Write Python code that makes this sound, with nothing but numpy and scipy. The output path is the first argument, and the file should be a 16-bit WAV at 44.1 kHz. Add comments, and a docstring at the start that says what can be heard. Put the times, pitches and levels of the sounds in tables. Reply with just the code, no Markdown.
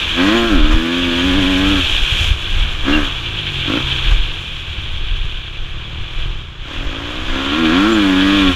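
"""A four-stroke single-cylinder dirt bike heard from the rider's helmet: first two pulls with a gear change
between them, then two blips, a slow corner off the throttle, and last a pull out of it.
Throughout, each firing excites the resonances of the exhaust and turbulent gas rasps after it; impacts of chain,
gears and valves ring the cases, tyres throw grit as hissing noise, and wind rumbles and buffets on the microphone."""
import sys
import numpy as np
from scipy import signal
from scipy.fft import rfft, irfft, next_fast_len
from scipy.io import wavfile
from scipy.ndimage import uniform_filter1d, minimum_filter1d

SR = 44100
rng = np.random.default_rng(int(sys.argv[2]) if len(sys.argv) > 2 else 0)


def generate_wav(sig):
    """Save sig (samples, or channels by samples) to the path in sys.argv[1] as 16-bit PCM at SR."""
    pcm = np.round(np.clip(np.atleast_2d(sig).T, -1, 1) * 32767).astype(np.int16)
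    wavfile.write(sys.argv[1], SR, pcm)


N = 377055


def undb(db):
    """Amplitude ratio of a level in decibels."""
    return 10 ** (np.asarray(db) / 20)


def curves(table):
    """Linear interpolation over time of each column after the first."""
    s, *columns = np.transpose(table)
    return [np.interp(np.arange(N) / SR, s, column) for column in columns]


def unit(x):
    """Normalisation to an rms of 1."""
    return x / np.sqrt(np.mean(x ** 2))


def steady(x, size=3000):
    """Normalisation to a running rms of 1, over windows of size samples."""
    power = uniform_filter1d(uniform_filter1d(x ** 2, size), size)
    return x / np.sqrt(power + 1e-12)


def colour(x, points):
    """Minimum-phase filter of the given (f/Hz, level/dB) response: it rings only after each pulse."""
    size = next_fast_len(N + SR // 4, True) // 2 * 2
    hz, db = np.transpose(points)
    bin_hz = np.arange(size // 2 + 1) * SR / size
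    log_gain = np.log(undb(np.interp(np.log(bin_hz + 1e-6), np.log(hz), db)))
    # folding the cepstrum onto positive times makes the response causal
    cepstrum = irfft(log_gain)
    cepstrum[1:size // 2] *= 2
    cepstrum[size // 2 + 1:] = 0
    response = np.exp(rfft(cepstrum))
    return irfft(rfft(x, size) * response)[:N]


def walk(rate):
    """Low-pass random motion: about rate new values a second, smoothed, of rms 1."""
    hold = max(int(SR / rate), 1)
    steps = np.repeat(rng.standard_normal(N // hold + 1), hold)
    return unit(uniform_filter1d(uniform_filter1d(steps, hold), hold)[:N])


def grains(rate, spread_db):
    """Random impacts, about rate a second: many small, a few large."""
    size = undb(spread_db * np.minimum(rng.exponential(size=N), 5))
    struck = rng.random(N) < rate / SR
    return unit(struck * size * rng.standard_normal(N))


def gate(turns, start, length):
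    """Exponential decay restarted once a cycle; start and length are shares of the cycle."""
    return np.exp(-((turns - start) % 1) / length)


def swell(s, half):
    """Gaussian envelope centred on time s, down to 1/e at half seconds either side."""
    return np.exp(-((np.arange(N) / SR - s) / half) ** 2)


def with_swells(db, events):
    """Power addition of swells (t/s, half length/s, level/dB) to a level in dB."""
    added = sum((undb(peak) * swell(s, half)) ** 2 for s, half, peak in events)
    return 10 * np.log10(undb(db) ** 2 + added)


# deep wind rumble: columns f/Hz, level/dB
WIND_RUMBLE = [(5, -2), (14, -1), (24, 5), (38, 2), (55, -22), (90, -25), (170, -36), (800, -77)]
# air drumming round the helmet: columns f/Hz, level/dB
HELMET_DRUMMING = [(25, -27.5), (50, -5), (68, -2.5), (82, 0), (105, -14), (150, -20.5), (230, -25),
                   (800, -85)]
# gusts: columns t/s, half length/s, rumble level/dB, drumming level/dB
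WIND_GUSTS = [(.62, 0.095, -6.5, -32), (.755, 0.051, -9, -30), (1.399, 0.098, -18, -21),
              (1.724, 0.18, -22, -21.5), (1.958, 0.061, -16.5, -32), (2.255, 0.12, -18.5, -20.5),
              (2.6, .11, -12.5, -25.5), (2.937, 0.16, -15.5, -27), (4.128, 0.086, -9, -29),
              (4.26, 0.076, -17.5, -33), (5.135, 0.25, -16, -43), (5.616, .04, -17, -38),
              (5.769, 0.05, -20, -42), (6.011, 0.048, -22, -42), (6.25, 0.11, -15.5, -44),
              (6.848, 0.066, -16.5, -36), (7.283, 0.066, -15, -43), (7.66, 0.046, -29, -31),
              (8.48, 0.098, -22, -24.5)]
# single buffets of air on the microphone: columns t/s, peak level/dB, swing f/Hz
AIR_BUFFETS = [(.555, -9, 31.5), (.643, -5, 29.7), (0.747, -5, 47.7), (1.392, -12, 63.4),
               (2.029, -7, 24.16), (2.126, -8, 55.1), (2.214, -8.5, 55.9), (2.315, -3.5, 48.7),
               (4.121, -5.5, 44.2), (4.2, -8.5, 30), (5.07, -14, 27.9), (5.249, -15.5, 64.8),
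               (6.22, -12.5, 26.2), (6.87, -11.5, 31.92)]
# steady wind at the usual pace level, its rise in dB per dB of pace, and the rms of its wander
USUAL_PACE_DB, WIND_PER_PACE, WIND_WANDER_DB = -45, 0.21, 2.5
RUMBLE_DB, DRUM_DB = -30.5, -30
# steady wind and clatter dip for a moment
LULL_S, LULL_HALF_S, LULL_DB, LULL_CLATTER_DB = 0.86, 0.091, -27, -3.5


def wind(pace_db):
    """Turbulent pressure: eddies rumble on the microphone; a big one swings the pressure down and back up."""
    flow_db = WIND_PER_PACE * (pace_db - USUAL_PACE_DB) + LULL_DB * swell(LULL_S, LULL_HALF_S)
    rumble_gusts = [(s, half, db) for s, half, db, _ in WIND_GUSTS]
    drum_gusts = [(s, half, db) for s, half, _, db in WIND_GUSTS]
    rumble_db = with_swells(RUMBLE_DB + flow_db + WIND_WANDER_DB * walk(40), rumble_gusts)
    drum_db = with_swells(DRUM_DB + flow_db + WIND_WANDER_DB * walk(13), drum_gusts)
    rumble = steady(colour(rng.standard_normal(N), WIND_RUMBLE), size=5000) * undb(rumble_db)
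    drumming = steady(colour(rng.standard_normal(N), HELMET_DRUMMING)) * undb(drum_db)
    out = rumble + drumming
    for s, db, hz in AIR_BUFFETS:
        angle = 2 * np.pi * hz * (np.arange(N) / SR - s)
        # the big eddy sweeps the small ones aside as it passes
        swept = 1 - .5 * np.exp(-(angle / 4) ** 2)
        out = out * swept + undb(db) * angle * np.exp((1 - angle ** 2) / 2)
    return out


# grit and passing air: columns f/Hz, level/dB
GRIT_HISS = [(2500, 1), (4500, -2.5), (5400, 2), (6200, 3), (7300, 0), (8300, -7.5), (9400, -8),
             (10100, -7), (11200, -14), (12500, -10.5), (13800, -18), (15200, -23)]


def dirt(hiss_db):
    """Broadband noise with impacts: knobbly tyres spray grit through a hiss of passing air."""
    grit = rng.standard_normal(N) + 0.5 * grains(1500, 2.1)
    return unit(colour(grit * undb(1.0 * walk(35)), GRIT_HISS)) * undb(hiss_db)


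# ring of the engine cases: columns f/Hz, level/dB
CASE_RING = [(200, -14), (700, -21.5), (1400, -17.5), (1580, -7), (1750, -14), (2100, -16), (2350, -3),
             (2850, -3.5), (3080, 0), (3220, 0), (3340, 1), (3480, -2), (3750, -8), (4200, -17.5),
             (5000, -31), (8000, -54)]


def drivetrain(turns, clatter_db):
    """Impact excitation: chain rollers, gear teeth and valves tick densely against the resonant metal cases."""
    valves = 1 + 0.66 * gate(turns, .1, 0.017) + .5 * gate(turns, 0.67, 0.13)
    ticks = grains(14000, 0.45) * valves * undb(0.98 * walk(45))
    return unit(colour(ticks, CASE_RING)) * undb(clatter_db)


# jolts that shake the bike and throw up stones: columns t/s, half length/s, rattle level/dB, grit level/dB
GROUND_JOLTS = [(.52, .015, -27.5, -44), (0.727, 0.022, -23, -43), (2.6, 0.028, -34, -46),
                (4.121, 0.017, -25.5, -42), (5.07, 0.0091, -42, -47), (5.17, 0.013, -40, -47),
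                (5.256, 0.01, -40, -47), (6.2, 0.033, -40, -57), (6.735, .025, -44, -49)]


def rattle():
    """Transient excitation: a jolt shakes the whole bike in a short rough burst, coloured like the gas."""
    shake = sum(undb(db) * swell(s, half) for s, half, db, _ in GROUND_JOLTS)
    return unit(colour(rng.standard_normal(N), GAS_RASP)) * shake


# levels that follow the ride over the ground, before trims: columns t/s, clatter level/dB, hiss level/dB
RIDE_PACE = [(0.0, -20, -39), (0.4, -21, -38.5), (0.6, -22.5, -43), (1.76, -18, -36), (2.28, -20, -36),
             (2.36, -27.5, -44), (2.55, -22.5, -42.5), (2.83, -26.5, -45.5), (2.93, -24, -41),
             (3.33, -26, -47), (3.76, -20.5, -42.5), (4.07, -22, -44), (4.29, -27, -47),
             (5.79, -33.5, -56.5), (6.26, -32, -53.5), (6.57, -40.5, -62), (6.74, -29, -49.5),
             (6.83, -32, -54.5), (7.62, -22, -41.5), (7.79, -24, -41), (8.43, -19.5, -38.5),
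             (8.55, -22, -39)]
CLATTER_DB, CLATTER_LOAD_DB = 1.18, -1.2  # trim of the clatter; change with the chain pulled taut
HISS_DB, HISS_LOAD_DB = 0.6, 1  # trim of the hiss; change when the tyre digs in


def ride_levels(opening):
    """Level addition: pace, throttle, lull and jolts give the clatter and hiss levels, and the bare pace."""
    clatter_db, pace_db = curves(RIDE_PACE)
    clatter_db = clatter_db + CLATTER_DB + CLATTER_LOAD_DB * opening
    clatter_db = clatter_db + LULL_CLATTER_DB * swell(LULL_S, LULL_HALF_S)
    stones = [(s, half, db) for s, half, _, db in GROUND_JOLTS]
    hiss_db = with_swells(pace_db + HISS_DB + HISS_LOAD_DB * opening, stones)
    return clatter_db, hiss_db, pace_db


# brief metallic squeals: columns t/s, f/Hz, level/dB (before flutter), half length/s
METAL_SQUEALS = [(.38, 6850, -38, 0.039), (1.22, 6640, -41, 0.044), (2.904, 3343, -23, 0.019),
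                 (2.949, 2750, -16, 0.024), (7.935, 7170, -35, 0.031)]


def squeals():
    """Frequency modulation: narrow wavering tones swell and fade within a few hundredths of a second."""
    t, out = np.arange(N) / SR, 0
    bent = t + np.cumsum(0.018 * walk(250)) / SR
    for s, hz, db, half in METAL_SQUEALS:
        out = out + undb(db) * swell(s, half) * np.sin(2 * np.pi * hz * bent)
    return out * undb(3 * walk(150))


# engine speed: columns t/s, firing rate f/Hz (before smoothing and hop)
FIRING_RATE = [(0.0, 87.8), (0.14, 82.46), (0.21, 89.35), (0.36, 117.6), (0.48, 114.7), (0.6, 74.25),
               (0.66, 75.76), (1.0, 88.7), (1.12, 84.5), (1.35, 94.7), (1.55, 92.15), (1.71, 99.1),
               (1.79, 92), (1.9, 75.45), (2.0, 69.1), (2.26, 65.4), (2.36, 58.84), (2.48, 56.5),
               (2.64, 65.43), (2.81, 61.3), (2.95, 77.46), (3.17, 61.1), (3.57, 43.76), (3.64, 41.78),
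               (3.76, 59.22), (3.83, 68.83), (3.93, 66.05), (4.38, 44.86), (4.5, 36.5), (4.57, 35.8),
               (4.93, 41.33), (5.12, 33.85), (5.24, 35.47), (5.43, 31.3), (5.76, 36.6), (6.14, 39.7),
               (6.26, 43.36), (6.31, 40), (6.45, 28.4), (6.59, 28.64), (6.69, 36.5), (6.81, 45.25),
               (6.93, 53.44), (7.1, 59.9), (7.5, 69.8), (7.6, 83.33), (7.69, 77.56), (7.9, 114.8),
               (8.05, 96.96), (8.14, 92.5), (8.36, 100.3), (8.55, 86.8)]
# the rear wheel hops over ripples and the engine speed swings with it
HOP_S, HOP_HALF_S, HOP_HZ, HOP_SHARE = 1.38, .14, 8.3, .045


def engine_speed():
    """Rotational inertia: firings per second, rounded by the flywheel and swung by the hopping wheel."""
    swing = np.cos(2 * np.pi * HOP_HZ * (np.arange(N) / SR - HOP_S))
    hop = HOP_SHARE * swell(HOP_S, HOP_HALF_S) * swing
    return uniform_filter1d(curves(FIRING_RATE)[0], size=900) * (1 + hop)


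# twists of the throttle: columns opens t/s, starts to shut t/s, time to open/s, time to shut/s,
# opening/0-1, extra growl level/dB, extra rasp level/dB (bark and gas)
THROTTLE_TWISTS = [(0.112, 0.35, 0.087, 0.63, 0.89, 2.5, 1.5), (0.474, 0.566, 0.032, 0.68, 0.89, 0, 0.5),
                   (0.605, 1.795, 0.067, 0.05, 0.72, -0.5, -2.5),
                   (1.096, 1.746, 0.14, 0.083, 0.82, 0.5, -1.5), (2.821, 2.974, .065, 0.17, 0.89, 2, 3),
                   (3.612, 3.779, 0.086, 0.066, 0.79, 7.5, -1.5), (6.629, 7.2, 0.074, 0.21, .43, 14, -1.5),
                   (7.099, 7.5, 0.27, 0.19, 0.63, 3, 5), (7.144, 8.503, 0.5, 0.058, 0.93, -3.5, 1.5)]


def twists():
    """Piecewise-linear control: each twist opens, holds and shuts; the widest one sets opening, growl and rasp."""
    t = np.arange(N) / SR
    shapes = []
    for start, end, rise, fall, opening, _, _ in THROTTLE_TWISTS:
        ramp = np.minimum((t - start) / rise, 1 - (t - end) / fall)
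        shapes.append(opening * np.clip(ramp, 0, 1))
    shapes = np.array(shapes)
    widest = shapes.max(axis=0)
    extras = np.array(THROTTLE_TWISTS)[shapes.argmax(axis=0), -2:].T * widest
    extra_growl_db, extra_rasp_db = uniform_filter1d(extras, size=2500)
    return widest, extra_growl_db, extra_rasp_db


# level laws of the engine's voices, before other level changes: columns level/dB with the throttle shut,
# level/dB wide open, slope/(dB per octave of speed) shut, the same open
NOTE_LEVELS = (-37.5, -10.5, 11.5, 0.5)
GROWL_LEVELS = (-48, -27, 6.5, 3.5)
RASP_LEVELS = (-30, -23.5, 7.5, 1.5)
CHUG_LEVELS = (-32.5, -38.5, 2.5, -2)
CRUISE_HZ = 90  # firing rate at which the slopes add nothing


def voice_db(law, opening, hz):
    """Power-law scaling: the level of an engine voice follows the throttle and the revs."""
    shut_db, open_db, shut_slope, open_slope = law
    octaves = np.log2(hz / CRUISE_HZ)
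    shut = shut_db + shut_slope * octaves
    wide_open = open_db + open_slope * octaves
    return (1 - opening) * shut + opening * wide_open


# the chug swells on the overrun, as the wheel drives the engine: columns t/s, half length/s, rise in level/dB
CHUG_OVERRUNS = [(3.695, 0.48, 10), (5.899, .2, 3.5), (6.29, 0.087, 5.5)]


def overrun_db():
    """Engine braking: the rise of the chug while the wheel drives the engine."""
    return sum(db * swell(s, half) for s, half, db in CHUG_OVERRUNS)


# rushing gas: columns f/Hz, level/dB
GAS_RASP = [(120, -30), (330, 4), (520, -0.5), (800, -1.5), (1150, 5), (1550, 0.5), (2050, -1.5),
            (2450, -1), (3300, -9.5), (4600, -15.5), (7000, -18), (15000, -96)]


def gas(turns, rasp_db, load):
    """Modulated jet noise: turbulent gas rushes out just after each firing, in sharper puffs under load."""
    puffs = .4 + (.1 + .5 * load) * gate(turns, .03, .25)
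    share_db = -.2 - 6 * load
    return steady(colour(puffs * rng.standard_normal(N), GAS_RASP)) * undb(rasp_db + share_db)


def firings(turns, jitter_ms, scatter_db):
    """Quasi-periodic excitation: one pulse per engine cycle, each a little off in time and strength."""
    at = np.flatnonzero(np.diff(np.floor(turns)))
    late, strong = rng.standard_normal((len(at), 2)).T
    place = np.clip(at + late * jitter_ms[at] * SR / 1000, 0, N - 2)
    size, whole = undb(strong * scatter_db[at]), place.astype(int)
    # a pulse between two samples is shared by both
    pulses = np.zeros(N)
    pulses[whole] += size * (1 - place % 1)
    pulses[whole + 1] += size * (place % 1)
    return pulses


def reflections(x, decay_ms, drift_hz, count=3):
    """Multipath: dense short echoes off frame, ground and rider; their pattern shifts as the rider moves."""
    ms = np.arange(1100) * 1000 / SR
    echoes = rng.standard_normal((count, len(ms))) * np.exp(-ms / decay_ms)
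    shares = np.array([walk(drift_hz) for _ in echoes])
    shares = shares / np.sqrt(np.sum(shares ** 2, axis=0) + .3)
    return sum(share * signal.fftconvolve(x, echo)[:N] for share, echo in zip(shares, echoes))


# main exhaust note: columns f/Hz, level/dB
PIPE_NOTE = [(40, -39.5), (95, -24), (120, -17), (150, -17.5), (190, -2.5), (232, -5), (262, 6), (290, 6),
             (345, -1.5), (385, -14.5), (450, -22), (620, -33.5), (1450, -25), (5000, -66.5)]
# echoes inside the exhaust pipe: columns delay t/s, share of the pulse
PIPE_BOUNCES = [(.0034, 0.38), (.0058, 0.87), (.0116, .3)]
# upper pipe resonances: columns f/Hz, level/dB
PIPE_GROWL = [(200, -43), (380, -14), (460, 1), (525, 5.5), (600, 11.5), (690, -3), (790, -3.5),
              (1000, -15.5), (2000, -35)]
# bark of the silencer: columns f/Hz, level/dB
SILENCER_BARK = [(450, -23), (700, 0), (810, -9.5), (960, -0.5), (1150, 4), (1450, 6.5), (1680, 8),
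                 (2080, -6.5), (2450, 1.5), (2800, -7), (3500, -4.5), (4600, -14.5), (9000, -50)]
# body of the chug with the throttle shut: columns f/Hz, level/dB
CHUG_BODY = [(30, -25), (60, 4.5), (88, 7), (135, 9), (178, -3.5), (230, -13), (285, -16), (345, -5.5),
             (410, -13), (540, -28.5), (700, -32), (1500, -69)]


def exhaust(turns, note_db, growl_db, rasp_db, chug_db, load):
    """Source and resonator: firings ring the pipe, even under load, ragged with the throttle shut."""
    jitter_ms = np.interp(load, [0, .5, 1], [.12, .1, .025])
    scatter_db = np.interp(load, [0, .5, 1], [1.5, 2.4, .8])
    pulses = firings(turns, jitter_ms, scatter_db)
    note = steady(colour(pulses, PIPE_NOTE)) * undb(note_db - 2 * (1 - load))
    # each pulse bounces along the header, which fills the gap to the next firing
    bounced = pulses + sum(share * np.roll(pulses, int(s * SR)) for s, share in PIPE_BOUNCES)
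    growl = steady(colour(bounced, PIPE_GROWL)) * undb(growl_db - 4.5 + 4.5 * load)
    # the steep front of each pulse barks, the more so under load
    fronts = reflections(pulses, decay_ms=10.0, drift_hz=5)
    bark = steady(colour(fronts, SILENCER_BARK)) * undb(rasp_db - 8 + 8 * load)
    # the soft puff of each cycle stays when the bark has gone
    chug = steady(colour(pulses, CHUG_BODY)) * undb(chug_db)
    return note + growl + bark + chug


NOTE_CURVE = 1.02  # exponent above 1: the note comes on a little late in the throttle's travel
FLYWHEEL_S = .12  # time over which a gain of speed is felt
# extra rasp while the engine gains speed, and the gain of speed that brings most of it
SPIN_UP_DB, SPIN_UP_HZ_PER_S = 3.5, 140
SMOOTH_HZ = 87.5  # below this firing rate the load falls and the firings grow uneven
BOUNCE_DB, BOUNCE_PER_S = 0.36, 22  # clatter and grit rise and fall together on the uneven track


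def scene():
    """Superposition: speed times every pulse, throttle sets its force, pace drives clatter, grit and wind."""
    hz = engine_speed()
    opening, extra_growl_db, extra_rasp_db = twists()
    turns = np.cumsum(hz) / SR
    acceleration = uniform_filter1d(np.gradient(hz) * SR, int(FLYWHEEL_S * SR))
    gaining = np.maximum(acceleration, 0)
    spin_up_db = SPIN_UP_DB * opening * np.tanh(gaining / SPIN_UP_HZ_PER_S)

    note_db = voice_db(NOTE_LEVELS, opening ** NOTE_CURVE, hz)
    growl_db = voice_db(GROWL_LEVELS, opening, hz) + extra_growl_db
    rasp_db = voice_db(RASP_LEVELS, opening, hz) + extra_rasp_db + spin_up_db
    chug_db = voice_db(CHUG_LEVELS, opening, hz) + overrun_db()
    load = np.clip((note_db + 38) / 18, 0, 1) * np.minimum(hz / SMOOTH_HZ, 1)

    clatter_db, hiss_db, pace_db = ride_levels(opening)
    bounce = undb(BOUNCE_DB * walk(BOUNCE_PER_S))
    ride = (dirt(hiss_db) + drivetrain(turns, clatter_db)) * bounce
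    engine = gas(turns, rasp_db, load) + exhaust(turns, note_db, growl_db, rasp_db, chug_db, load)
    return (wind(pace_db) + ride + rattle() + squeals() + engine)[None]


TOP_HZ = 15100  # edge of the low-pass


def record(dry):
    """Peak limiting and band limiting: a limiter ducks the highest peaks; a steep low-pass cuts the top."""
    headroom = np.minimum(1, .9 / (np.abs(dry) + 1e-9))
    gain = uniform_filter1d(minimum_filter1d(headroom, size=301), size=301)
    low_pass = signal.ellip(10, .2, 80, TOP_HZ, fs=SR, output="sos")
    return signal.sosfilt(low_pass, dry * gain)


dry = scene()
out = record(dry)
generate_wav(out)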